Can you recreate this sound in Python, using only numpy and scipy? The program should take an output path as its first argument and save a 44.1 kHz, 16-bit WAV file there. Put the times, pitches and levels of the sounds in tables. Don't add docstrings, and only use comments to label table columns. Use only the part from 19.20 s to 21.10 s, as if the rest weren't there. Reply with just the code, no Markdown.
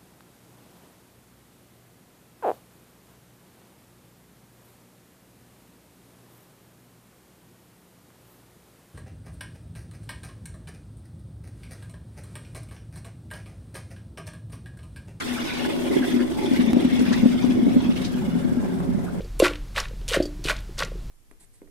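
import sys
import numpy as np
from scipy import signal
from scipy.fft import rfft, irfft
from scipy.io import wavfile

SR = 44100
rng = np.random.default_rng(int(sys.argv[2]) if len(sys.argv) > 2 else 0)


def int16_out(signal):
    q = np.round(np.clip(np.atleast_2d(signal).T, -1, 1) * 32767)
    wavfile.write(sys.argv[1], SR, q.astype(np.int16))


N = 83790
TIME = np.arange(N) / SR
LN_1000 = np.log(1000)


def from_db(db):
    return 10 ** (np.asarray(db) / 20)


def rms_one(x):
    return x / np.sqrt(np.mean(x ** 2) + 1e-20)


def at_hz(points, hz):
    freqs, db = np.transpose(points)
    return np.interp(np.log(np.maximum(hz, 1)), np.log(freqs), db)


def add(out, start_s, sound):
    i = max(int(start_s * SR), 0)
    out[i:i + len(sound)] += sound[:N - i]


def resonate(x, hz, width_hz):
    r = np.exp(-np.pi * width_hz / SR)
    feedback = [1, -2 * r * np.cos(2 * np.pi * hz / SR), r * r]
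    return signal.lfilter(np.array([1, 0, -1]) * (1 - r * r) / 2, feedback, x + 1e-18)


def swell(start, end, rise_db_per_s, fall_db_per_s):
    before, after = np.maximum(start - TIME, 0), np.maximum(TIME - end, 0)
    return from_db(-rise_db_per_s * before - fall_db_per_s * after)


def grains(envelope, colour, density, cycles, bands=36, spread_db=4.5):
    out = np.zeros(N)
    for hz in np.geomspace(430, 15500, bands):
        born = rng.random(N) < density / bands * np.sqrt(hz / 2000) / SR
        sizes = from_db(spread_db * np.minimum(rng.exponential(1, N), 3)) * rng.choice([-1, 1], N)
        bursts = rms_one(born * sizes) * envelope
        out += from_db(at_hz(colour, hz)) * resonate(bursts, hz, LN_1000 / np.pi * hz / cycles)
    return out * np.sqrt(np.sum(envelope ** 2) / np.sum(out ** 2))


def struck(modes, contact_s):
    ring = sum(from_db(db - 60 * TIME / t60) * np.sin(2 * np.pi * (hz * TIME + rng.random()))
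               for hz, db, t60 in modes)
    return np.minimum(TIME / contact_s, 1) * ring


def pulp(crunch_attack_s=0.002, crunch_fade_db_per_s=86, hold_s=0.007, gurgle_width_hz=280):
    # (contact [s], crunch [dB], deepest squeeze [s], squelch [dB], squelch fall [dB/s],
    # gurgle pitch [Hz], release [s], suck [dB])
    strokes = [(0.196, -37.5, 0.25, -22.5, 387, 1446, 0.34, -42.5),
               (0.554, -45, 0.5832, -27, 376, 1110, 0.65, -44.5),
               (0.879, -30.5, 0.95, -22.5, 676, 1680, 1.01, -42.5),
               (1.239, -35, 1.300, -24, 509, 1460, 1.385, -45.5),
               (1.583, -35, 1.605, -29, 490, 1480, 1.67, -47)]
    # (frequency [Hz], level [dB])
    crunch_colour = [(600, 2.5), (1300, -13), (2200, -21), (3000, 11.5), (4400, 7.5), (6000, -22),
                     (8500, 5), (11000, -14), (15500, -14)]
    squelch_colour = [(450, 0.5), (590, 1), (790, -23.5), (1140, 3), (1500, -2.5), (2400, -1.5), (4300, -7),
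                      (5500, -16), (8200, -16.5), (11000, -20.5), (15500, -36)]
    suck_colour = [(600, -9), (1400, -2), (2200, -0.5), (3600, 1.5), (5500, -26), (9000, -14), (15500, -33)]
    crunch, squelch, gurgle, suck = np.zeros((4, N))
    for contact, crunch_db, deepest, squelch_db, fall, gurgle_hz, release, suck_db in strokes:
        age = np.maximum(TIME - contact, 0)
        bite = np.minimum(age / crunch_attack_s, 1) * from_db(crunch_db - crunch_fade_db_per_s * age)
        crunch += bite * swell(contact, deepest, 0, fall_db_per_s=483)
        pressed = np.clip(1 + (TIME - contact) / 0.015, 0, 1)
        squeeze = swell(deepest - hold_s / 2, deepest + hold_s / 2, 507, fall)
        squelch += from_db(squelch_db) * pressed * squeeze
        pocket = resonate(rng.standard_normal(N), gurgle_hz, gurgle_width_hz)
        pocket = rms_one(resonate(pocket, gurgle_hz, gurgle_width_hz))
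        gurgle += from_db(squelch_db - 5) * pocket * swell(deepest, deepest, 1440, 597)
        suck += from_db(suck_db) * swell(release, release, 145, 466) * (TIME > deepest)
    return (gurgle + grains(crunch, crunch_colour, density=5000, cycles=11.6)
            + grains(squelch, squelch_colour, density=5500, cycles=11.6)
            + grains(suck, suck_colour, density=3000, cycles=23))


def pops(cycles=6.1, attack_s=0.00042, spray_db=-13, spray_s=0.0044):
    # (time [s], level [dB], pitch [Hz])
    bursts = [(.002, -39, 1400), (.008, -34, 2320), (.017, -35, 3520), (0.193, -15, 11500),
              (0.2561, -8.5, 1390), (0.2658, -6.5, 1510), (0.28, -11.5, 2550), (0.3555, -20, 2550),
              (.562, -12.5, 2200), (0.569, -12.5, 2720), (.579, -7.5, 1600), (.580, -20, 1130),
              (0.601, -9.5, 4810), (.642, -30, 2400), (0.655, -21, 1880), (.683, -29, 3900),
              (.814, -41, 3100), (.880, -15.5, 3360), (0.887, -12, 5540), (.922, -18, 5500),
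              (.934, -7.5, 3000), (.941, -8, 1700), (1.241, -17.5, 4570), (1.2845, -8.5, 2420),
              (1.2979, -5.5, 1710), (1.365, -24.5, 3840), (1.388, -30, 3540), (1.404, -35, 11000),
              (1.5804, -20, 5260), (1.5895, -11.5, 4170), (1.623, -6.5, 1483), (1.632, -11, 3000),
              (1.648, -21, 5160)]
    out = np.zeros(N)
    attack = np.minimum(TIME / attack_s, 1)
    for start, db, hz in bursts:
        tone = np.sin(2 * np.pi * hz * TIME) * np.exp(-LN_1000 * TIME * hz / cycles)
        band = resonate(resonate(rng.standard_normal(N), hz, hz * 0.69), hz, hz * 1.32)
        spray = rms_one(band) * np.exp(-TIME / spray_s)
        add(out, start, from_db(db) * (tone + from_db(spray_db) * spray) * attack)
    return out


def bowl(wet):
    # (frequency [Hz], width [Hz], gain [dB])
    air_modes = [(1115, 62, -5), (1422, 73, -2.5), (1532, 38, -2.5), (1960, 95, -2.5), (2424, 135, -6)]
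    return wet + sum(from_db(db) * resonate(wet, hz, width) for hz, width, db in air_modes)


def knocks(ring_db=5.5):
    # (time [s], level [dB], pitch [Hz], rise [s])
    blows = [(.004, -26, 479, 0.003), (0.046, -36, 430, 0.0033), (0.057, -41, 452, 0.0024),
             (0.1996, -8, 490, .0036), (0.2208, -5.5, 533, 0.0032), (.2251, -7.5, 359, 0.0031),
             (.2315, -22.5, 375, 0.0047), (.567, -35, 560, 0.0044), (.309, -27.5, 471, 0.0039),
             (.709, -38, 499, 0.0042), (.732, -43.5, 450, .003), (.812, -45, 396, .004),
             (.883, -39, 505, .005), (.913, -22.5, 486, 0.0062), (.944, -19, 620, 0.0035),
             (.9605, -17, 533, 0.0057), (0.9708, -11.5, 398, 0.0017), (.974, -25, 163, 0.0038),
             (1.0012, -12, 327, 0.0028), (1.0018, -13.5, 556, 0.0031), (1.056, -23, 394, 0.0017),
             (1.192, -37, 308, .004), (1.251, -32.5, 152.6, 0.0094), (1.253, -22.5, 352, 0.0022),
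             (1.269, -29.5, 393, 0.0031), (1.301, -26, 608, 0.0073), (1.491, -36.5, 374, 0.0032),
             (1.622, -26.5, 570, 0.0034), (1.634, -30.5, 480, .0045), (1.677, -41.5, 388, 0.0048),
             (1.717, -31.5, 495, 0.0027), (1.753, -35, 410, 0.0033)]
    # (frequency [Hz], relative gain [dB], t60 [s])
    pot_modes = [(297, 2, .39), (357, -5, .13), (409, -12, .22), (445, -18, .3), (535, -16, .22),
                 (610, -16, .18), (657, -14, .2), (740, -24, .5)]
    thuds = np.zeros(N)
    for start, db, hz, rise_s in blows:
        age = TIME / rise_s
        envelope = (age * np.exp(1 - age)) ** 2.47
        add(thuds, start, from_db(db) * envelope * np.sin(2 * np.pi * hz * TIME))
    ring = sum(from_db(db) * resonate(thuds, hz, LN_1000 / np.pi / t60) for hz, db, t60 in pot_modes)
    return thuds + from_db(ring_db) * ring


def clack(scuff_db=-3, scuff_s=0.0042):
    # (time [s], level [dB])
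    hits = [(0.1987, -21.5)]
    # (frequency [Hz], level [dB], t60 [s])
    wall_modes = [(1065, -1, 0.056), (2374, 0, 0.028), (2755, -0.5, .062), (3460, -5.5, .036),
                  (4370, -4.5, 0.032), (6040, -5.5, 0.036), (7440, -4.5, 0.032), (10640, -3.5, 0.024),
                  (11300, -6, .02), (13160, -20, .012)]
    out = np.zeros(N)
    for start, db in hits:
        scuff = rms_one(resonate(rng.standard_normal(N), 4700, 6100)) * np.exp(-TIME / scuff_s)
        add(out, start, from_db(db) * (struck(wall_modes, contact_s=0.0011) + from_db(scuff_db) * scuff))
    return out


def clinks(scratch_db=-10.5, scratch_s=0.013):
    # (time [s], level [dB], contact [s])
    taps = [(.044, -47, .003), (1.0238, -28.5, 0.0037), (1.054, -33, 0.0011), (1.063, -47, .002)]
    # (frequency [Hz], level [dB], t60 [s])
    modes = [(3320, -6, .025), (4590, 0.5, .052), (4860, -12, 0.024), (5120, -6, .045), (7101, -10, 0.034),
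             (8400, -19, 0.045), (10000, -20, 0.025)]
    out = np.zeros(N)
    for start, db, contact_s in taps:
        envelope = np.minimum(TIME / contact_s, 1) * np.exp(-TIME / scratch_s)
        scratch = rms_one(resonate(rng.standard_normal(N), 4700, 4100)) * envelope
        add(out, start, from_db(db) * (struck(modes, contact_s) + from_db(scratch_db) * scratch))
    return out


def room(x, t60_s=0.29, level_db=-20, damping_hz=4270, predelay_s=0.008):
    tail = signal.sosfilt(signal.butter(1, damping_hz, fs=SR, output="sos"), rng.standard_normal(N))
    tail *= np.exp(-LN_1000 * TIME / t60_s) * (TIME > predelay_s)
    return from_db(level_db) * signal.fftconvolve(x, tail / np.sqrt(np.sum(tail ** 2)))[:N]


def rumble(air_db=-38.5, hum_db=-35, hum_hz=39, waver_db=1.5, waver_hz=2.53, wavers_per_s=6.1):
    # (frequency [Hz], relative level [dB])
    air_colour = [(15, 9), (28, 5), (45, 4.5), (62, -1.5), (96, 0.5), (155, -3), (200, -9.5), (380, -19),
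                  (650, -25.5), (1000, -27.5), (2300, -31), (4500, -32), (9000, -38.5), (12500, -41),
                  (16000, -41)]
    hz = np.arange(N // 2 + 1) * SR / N
    air = irfft(rfft(rng.standard_normal(N)) * from_db(at_hz(air_colour, hz)) * (hz > 10), N)
    slow = np.exp(-(hz / wavers_per_s) ** 2)
    level, pitch = (rms_one(irfft(rfft(rng.standard_normal(N)) * slow, N)) for _ in range(2))
    hum = from_db(waver_db * level) * np.sin(2 * np.pi * np.cumsum(hum_hz + waver_hz * pitch) / SR)
    return from_db(air_db) * rms_one(air) + from_db(hum_db) * rms_one(hum)


def scene(hiss_db=-71.5):
    wet = bowl(pulp() + pops())
    mortar = from_db(-0.5) * wet + knocks() + clack() + clinks()
    return mortar + room(mortar) + rumble() + from_db(hiss_db) * rng.standard_normal((2, N))


def record(dry):
    soften_hz, cutoff_hz = 14200, 15700
    soft = signal.sosfilt(signal.butter(3, soften_hz, fs=SR, output="sos"), dry)
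    return signal.sosfilt(signal.ellip(10, .1, 90, cutoff_hz, fs=SR, output="sos"), soft)


dry = scene()
out = record(dry)
int16_out(out)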